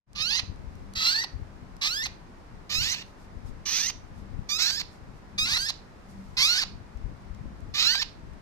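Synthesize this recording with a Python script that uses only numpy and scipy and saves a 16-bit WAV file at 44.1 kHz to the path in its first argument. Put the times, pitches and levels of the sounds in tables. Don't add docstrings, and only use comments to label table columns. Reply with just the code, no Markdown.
import sys
import numpy as np
from scipy import signal
from scipy.fft import rfft, irfft, next_fast_len
from scipy.io import wavfile
from scipy.ndimage import uniform_filter1d

SR = 44100
rng = np.random.default_rng(int(sys.argv[2]) if len(sys.argv) > 2 else 0)


def store_pcm(level_fs):
    pcm = np.round(np.clip(level_fs, -1, 1) * 32767).astype(np.int16)
    wavfile.write(sys.argv[1], SR, np.atleast_2d(pcm).T)


N = 370881
TIME = np.arange(N) / SR
CUTOFF_HZ = 14450


def from_db(db):
    return 10 ** (np.asarray(db) / 20)


def rms_one(x):
    return x / np.sqrt(np.mean(x ** 2) + 1e-20)


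def at_hz(points, hz):
    knots_hz, values = np.transpose(points)
    return np.interp(np.log(np.maximum(hz, 1)), np.log(np.maximum(knots_hz, 1)), values)


def shaped(x, gain):
    size = next_fast_len(x.shape[-1] + 2048)
    spectrum = rfft(x, size) * gain(np.fft.rfftfreq(size, 1 / SR))
    return irfft(spectrum, size)[..., :x.shape[-1]]


def wobble(size, rate_hz):
    return rms_one(shaped(rng.standard_normal(size), lambda hz: 1 / (1 + (hz / rate_hz) ** 2)))


def swells(rows):
    return sum(from_db(db) * np.exp(-.5 * ((TIME - s) / sd_s) ** 2) for s, sd_s, db in rows)


def step(t, width_s):
    return .5 + .5 * np.tanh(t / (2 * width_s))


def room_noise(air_db=-49.5, hum_hz=196, hum_db=-63, swell_db=-1):
    # f/Hz, relative density/dB
    air_colour = [(15, -26.5), (25, 0), (81, -7.5), (161, -9.5), (184, -11), (216, -13.5), (247, -8.5),
                  (275, -12), (432, -14.5), (468, -16.5), (959, -17), (2020, -25), (3180, -34), (5130, -35),
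                  (14500, -54.5)]
    # f/Hz, correlation/1 (negative values act as 0)
    air_likeness = [(60, 0.49), (180, 0.87), (550, 0.058), (1650, -0.08), (4970, -0.03), (15000, -0.12)]
    # centre t/s, standard deviation/s, peak level/dB before swell_db
    hum_swells = [(0.92, 0.068, -49.5), (4.25, 0.067, -54), (5.38, 0.033, -52), (6.2, 0.047, -44)]

    def coloured(sign):
        def gain(hz):
            likeness = np.clip(at_hz(air_likeness, hz), 0, .95)
            return from_db(at_hz(air_colour, hz)) * np.sqrt(1 + sign * likeness)
        return shaped(rng.standard_normal(N), gain)

    opposed = coloured(-1.1) * np.array([[1], [-1]])
    air = rms_one(coloured(1) + opposed)
    phase = 2 * np.pi * np.cumsum(hum_hz * (1 + .015 * wobble(N, 12))) / SR
    hum_level = from_db(hum_db + 3.6 * wobble(N, 4.6)) + from_db(swell_db) * swells(hum_swells)
    hum = np.sqrt(2) * np.sin(phase) * hum_level
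    return from_db(air_db) * air + hum


def handling(hold_db=-52, left_db=-1, right_db=-11, bump_db=-1, lumps_db=3, bump_leak=0.067):
    # f/Hz, relative density/dB
    grip_colour = [(12, -30.5), (20, 3), (84, -1.5), (241, -12), (325, -20.5), (354, -25.5), (559, -21),
                   (600, -41), (780, -65), (1320, -120)]
    # centre t/s, standard deviation/s, peak level/dB before the port gains
    shifts = [(.15, .09, -43), (.49, 0.046, -39), (.75, 0.12, -39.5), (1.38, 0.037, -38.5), (1.6, .13, -47),
              (2.06, .07, -46), (2.55, 0.028, -46), (2.79, 0.063, -37.5), (3.48, 0.092, -38),
              (3.97, .03, -41.5), (4.2, .08, -41), (4.38, 0.043, -36), (4.76, 0.046, -45), (5.08, .05, -44),
              (5.49, 0.085, -39.5), (6.26, 0.11, -48), (6.75, .05, -42.5), (7.07, 0.064, -36.5),
              (7.52, 0.16, -38.5), (8.28, .1, -42.5)]
    # t/s, peak level/dB before bump_db, pulse f/Hz
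    bump_rows = [(0.501, -25, 93), (0.677, -25, 74), (0.974, -26.5, 94), (1.344, -25.5, 87),
                 (1.362, -21.5, 93), (1.425, -24, 88), (2.763, -25.5, 130), (2.815, -23, 120),
                 (3.454, -23, 95), (4.348, -26, 102), (4.393, -21.5, 142), (6.963, -24, 63),
                 (7.047, -20.5, 66), (7.07, -23.5, 55), (7.315, -24, 63), (7.413, -24, 152)]

    level = (from_db(hold_db) + swells(shifts)) * from_db(lumps_db * wobble(N, 35))

    def grip_gain(hz):
        return from_db(at_hz(grip_colour, hz)) / (1 + (hz / 600) ** 4)

    rumble = rms_one(shaped(rng.standard_normal((2, N)), grip_gain))
    bumps = np.zeros(N)
    for s, db, hz in bump_rows:
        near = np.abs(TIME - s) < .05
        push = (np.pi * hz * (TIME[near] - s) / np.sqrt(2)) ** 2
        pulse = (1 - 2 * push) * np.exp(-push)
        bumps[near] += from_db(db + bump_db) * pulse * rng.choice([-1, 1])
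    return rumble * level * from_db([[left_db], [right_db]]) + bumps * np.array([[1], [bump_leak]])


def small_sounds(tick_db=-4, tick_s=0.0011, scuff_db=-1, low_hz=3500, high_hz=7500):
    # onset t/s, peak level/dB before tick_db and filter
    ticks = [(0.132, -37), (0.56, -51), (0.754, -47), (0.937, -34.5), (1.7665, -42.5), (6.973, -48),
             (7.221, -53), (7.3483, -47), (7.6056, -50.5), (8.3344, -52)]
    # centre t/s, standard deviation/s, peak level/dB before scuff_db and filter
    scuffs = [(0.78, 0.061, -74), (3.08, 0.033, -67), (3.22, 0.031, -65), (3.48, 0.02, -60.5),
              (4.19, 0.028, -65.5), (4.94, .03, -64), (5.17, .02, -70), (6.11, 0.015, -65),
              (6.25, 0.17, -67.5)]
    level = from_db(scuff_db) * swells(scuffs)
    for s, db in ticks:
        decay = np.exp(-np.abs(TIME - s) / tick_s) * (TIME >= s)
        level += from_db(db + tick_db) * decay
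    band = signal.butter(1, [low_hz, high_hz], "band", fs=SR, output="sos")
    return 2 * signal.sosfilt(band, level * rng.standard_normal((2, N)))


def gesture(t, timing, pitches, levels):
    rise_s, flick_s, collapse_s, collapse_hz = .034, .009, .018, 681
    switch_s = .0025
    rasp_swell_db_per_s, tone_swell_db_per_s = 75, 300
    fundamental_db_per_octave = 17
    fundamental_db, overtones_db, doubling_db, rasp_db = -3, -3, -4, -3
    _, length, clears, breaks, flick_lead = timing
    opening_hz, crest_hz, steepest, flick_hz = pitches
    fundamental, early_tone, late_tone, doubling, opening_rasp, clear_rasp, broken_rasp, last_rasp = levels
    flick = length - flick_lead
    borders = np.sort([clears, breaks, flick - flick_s, flick + flick_s])

    def staged(*values):
        return values[0] + np.diff(values) @ step(t - borders[:, None], switch_s)

    rise = opening_hz + (crest_hz - opening_hz) * step(t - steepest, rise_s)
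    pitch = rise + (flick_hz - rise) * np.exp(-.5 * ((t - flick) / flick_s) ** 2)
    pitch = pitch * (collapse_hz / pitch) ** np.clip(1 - (length - t) / collapse_s, 0, 1)

    before = np.maximum(clears - t, 0)
    low = fundamental + fundamental_db + staged(0, 0, 0, 0, -8)
    low += fundamental_db_per_octave * np.log2(rise / 1500)
    high = np.interp(t, [clears, flick], [early_tone, late_tone]) + overtones_db
    high += staged(0, 0, -3.5, 2, -9) - tone_swell_db_per_s * before
    third = staged(1.5, 1.5, 1.5, 10, 10)
    rasp = staged(opening_rasp, clear_rasp, broken_rasp, broken_rasp - 3.5, last_rasp)
    rasp += rasp_db - rasp_swell_db_per_s * before
    broken = staged(0, 0, 0.98, 0, 0)
    doubled = broken * (doubling + doubling_db) + (1 - broken) * (rasp - 15)
    return pitch, low, high, third, doubled, rasp


def tract(hz, beak, beak_width_hz=420, hollow_hz=2950, hollow_width_hz=330):
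    # f/Hz, relative level/dB
    throat = [(600, -23.5), (1000, -15.5), (1600, -16.5), (2200, -9), (2700, -7.5), (3200, -11), (4100, -4),
              (5000, -5.5), (6100, -10.5), (7000, -16), (8200, -21.5), (9400, -40), (10500, -25),
              (13800, -26.5)]
    beak_hz, lift_db, hollow_db, treble_db, _ = beak
    lift = lift_db / (1 + ((hz - beak_hz) / beak_width_hz) ** 2)
    hollow = hollow_db / (1 + ((hz - hollow_hz) / hollow_width_hz) ** 2)
    treble = treble_db * np.clip(np.log2((hz + 1) / beak_hz), 0, 1)
    gain = from_db(at_hz(throat, hz) + lift + hollow + treble)
    return gain * (hz < CUTOFF_HZ) / (1 + (600 / (hz + 1)) ** 4)


def cry(timing, pitches, levels, beak, jitter=0.0043, rough_jitter=.012, shimmer=0.14, flutter_db=1.8,
        flutter_hz=170, attack_s=.009, edge_s=0.0025, pulsing=0.53, smear_hz=130, hiss_share=0.42):
    # t/s, delay at the right port/s
    head_lag = [(0.15, 0.00019), (0.95, .00023), (1.8, 0.00022), (2.7, 0.00015), (3.65, 0.000061),
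                (4.5, 0.0001345), (5.4, .0002), (7.75, .00014)]
    start, length = timing[:2]
    span = np.flatnonzero((TIME > start - edge_s) & (TIME < start + length + edge_s))
    t, size = TIME[span] - start, len(span)
    pitch, low, high, third, doubled, rasp = gesture(t, timing, pitches, levels)

    chaos = 1 / (1 + from_db(high - rasp) ** 2)
    unsteady = 1 + (jitter + rough_jitter * chaos) * wobble(size, 260)
    phase = 2 * np.pi * np.cumsum(pitch * unsteady) / SR

    def partials(multiples, wander=0, lead_db=0):
        column = multiples[:, None]
        leads = np.ceil(column) == 3
        gains = tract(column * pitch, beak) * from_db(lead_db * leads)
        waves = np.sin(column * phase + wander + rng.uniform(0, 2 * np.pi, (len(multiples), 1)))
        return (gains * waves).sum(axis=0) / np.sqrt((gains ** 2).sum(axis=0) / 2 + 1e-20)

    multiples = np.arange(2, 14)
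    tone = from_db(low) * np.sqrt(2) * np.sin(phase)
    tone += from_db(high) * partials(multiples, lead_db=third)
    tone += from_db(doubled) * partials(np.append(.5, multiples - .5), lead_db=5)
    tone *= 1 + shimmer * wobble(size, 120)

    clumps = from_db(flutter_db * wobble(size, flutter_hz))
    puffs = rng.standard_normal(size) * (1 + pulsing * np.cos(phase)) * clumps
    hiss = rms_one(shaped(puffs, lambda hz: tract(hz, beak)))
    loose = np.arange(3, 12) / 2
    drift = uniform_filter1d(rng.standard_normal((len(loose), size)), size=40)
    wander = np.cumsum(drift, axis=1) * np.sqrt(2 * np.pi * smear_hz / SR)
    hoarse = np.sqrt(hiss_share) * hiss + np.sqrt(1 - hiss_share) * partials(loose, wander)

    gate = np.clip(np.minimum((t - t[0]) / attack_s, (t[-1] - t) / (2 * edge_s)), 0, 1)
    voice = (tone + from_db(rasp) * hoarse) * gate
    lag_s = np.interp(start, *np.transpose(head_lag))
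    late = shaped(voice, lambda hz: np.exp(-2j * np.pi * hz * lag_s))
    pan_db = beak[-1]
    out = np.zeros((2, N))
    out[:, span] = np.array([voice, late]) * from_db([[pan_db / 2], [-pan_db / 2]])
    return out


def room(x, wet_db=-18.0, early_db=-15, early_s=.006, wall_hz=6500, t60_s=0.31):
    t = TIME[:SR * 2 // 3]
    early = rng.standard_normal((2, len(t))) * np.exp(-t / early_s) * (t > .001)
    tail = rng.standard_normal((2, len(t))) * from_db(-60 * t / t60_s) * (t > .008)
    tail = shaped(tail, lambda hz: 1 / np.sqrt(1 + (hz / wall_hz) ** 4))
    echoes = from_db(early_db) * rms_one(early) + from_db(wet_db) * rms_one(tail)
    echoes /= np.sqrt(len(t))
    return signal.fftconvolve(x, echoes, axes=1)[:, :N]


def ports(x):
    # f/Hz, left-right level/dB
    port_balance = [(800, 0.5), (2000, 2), (3000, -3.5), (4200, -10.5), (5500, -13), (6300, -13.5),
                    (7300, 4), (8500, 17.5), (10000, -3), (12000, -1), (14000, 4)]

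    def gains(hz):
        ratio = from_db(at_hz(port_balance, hz))
        return np.array([ratio, np.ones_like(hz)]) * np.sqrt(2 / (1 + ratio ** 2))
    return shaped(x, gains)


def scene():
    # resonance f/Hz, its lift/dB, hollow/dB, treble/dB, left-right level/dB
    cries = [ ((.152, .251, 0.074, 0.146, .024), (1170, 1990, .139, 2090),
             (-40, -25, -28, -25, -27, -43, -27, -24), (4200, 1.5, 3, -4, -3)),
             ((.953, .217, 0.12, .16, .04), (1300, 1560, .15, 1570),
             (-43, -17, -24, -42, -18.5, -24, -31, -36), (4150, 6, -3, -2, 3.5)),
             ((1.0, .249, .12, .14, .026), (1250, 1900, .125, 1990),
             (-34, -36, -32, -22, -26, -29.5, -34, -27), (4450, 6, -3, -1.5, 2.5)),
             ((1.813, .257, 0.07, 0.206, .027), (1103, 1860, .118, 2130),
             (-37, -26, -31, -28, -19.5, -44, -35, -26), (3700, 2, -3, -2, 1.5)),
             ((2.695, .257, .06, 0.117, .028), (1172, 2011, .138, 2100),
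             (-43, -24, -26.5, -37, -26, -36, -27, -28), (5300, 1, 1, 0, -1.5)),
             ((2.81, .218, .07, .14, .022), (1200, 1800, .11, 1900),
             (-54.5, -44, -48, -50, -31, -35, -36.5, -38), (2700, 5, 0, -3, 0.5)),
             ((3.655, .252, .105, .16, .025), (1152, 2028, .143, 2100),
             (-45, -35, -28, -38, -20, -22, -25.5, -28), (6060, 15, 0, 4.6, .5)),
             ((4.49, .222, .027, .097, .022), (1149, 1747, .117, 1800),
             (-40, -24, -36, -31, -30, -44, -26, -26), (5750, 4, -7, 0, -3)),
             ((4.585, .233, .045, .19, .035), (1225, 1690, .101, 1800),
             (-43, -21, -31, -42, -24.5, -34, -31, -26), (4300, 6, -7, 1, -0.5)),
             ((5.38, .198, 0.015, 0.074, .018), (1179, 2050, .121, 2050),
             (-38, -19, -32, -31, -25, -42, -26, -18), (3700, 0, -5, -5, 4)),
             ((5.49, .218, 0.044, .175, .034), (1057, 1675, .077, 1820),
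             (-38, -22, -30, -42, -25.5, -36, -31, -23), (3920, 7.5, -5, 3, 1.5)),
             ((6.369, .271, .06, .18, .047), (966, 1526, .092, 1774),
             (-32, -15.5, -24, -29, -17.5, -27, -23, -25), (4300, 3, -2, -3, 1.5)),
             ((7.74, .218, 0.054, 0.093, 0.0179), (1158, 2050, .13, 2000),
             (-39, -22.5, -30, -29, -24, -20, -31, -21), (3870, 5, 0, -2, -.5)),
             ((7.82, .212, .05, .125, .03), (1103, 1604, .048, 1829),
             (-35, -18, -29, -30, -23, -45, -33, -24), (4100, 5, 0, -3, -2.5))]
    chicks = sum(cry(*row) for row in cries)
    return room_noise() + handling() + small_sounds() + ports(chicks + room(chicks))


def record(dry, open_s=0.062, fade_s=0.16):
    fade = np.clip((TIME - open_s) / fade_s, .003, 1)
    low_pass = signal.ellip(10, .1, 70, CUTOFF_HZ, fs=SR, output="sos")
    return signal.sosfilt(low_pass, dry * fade)


dry = scene()
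out = record(dry)
store_pcm(out)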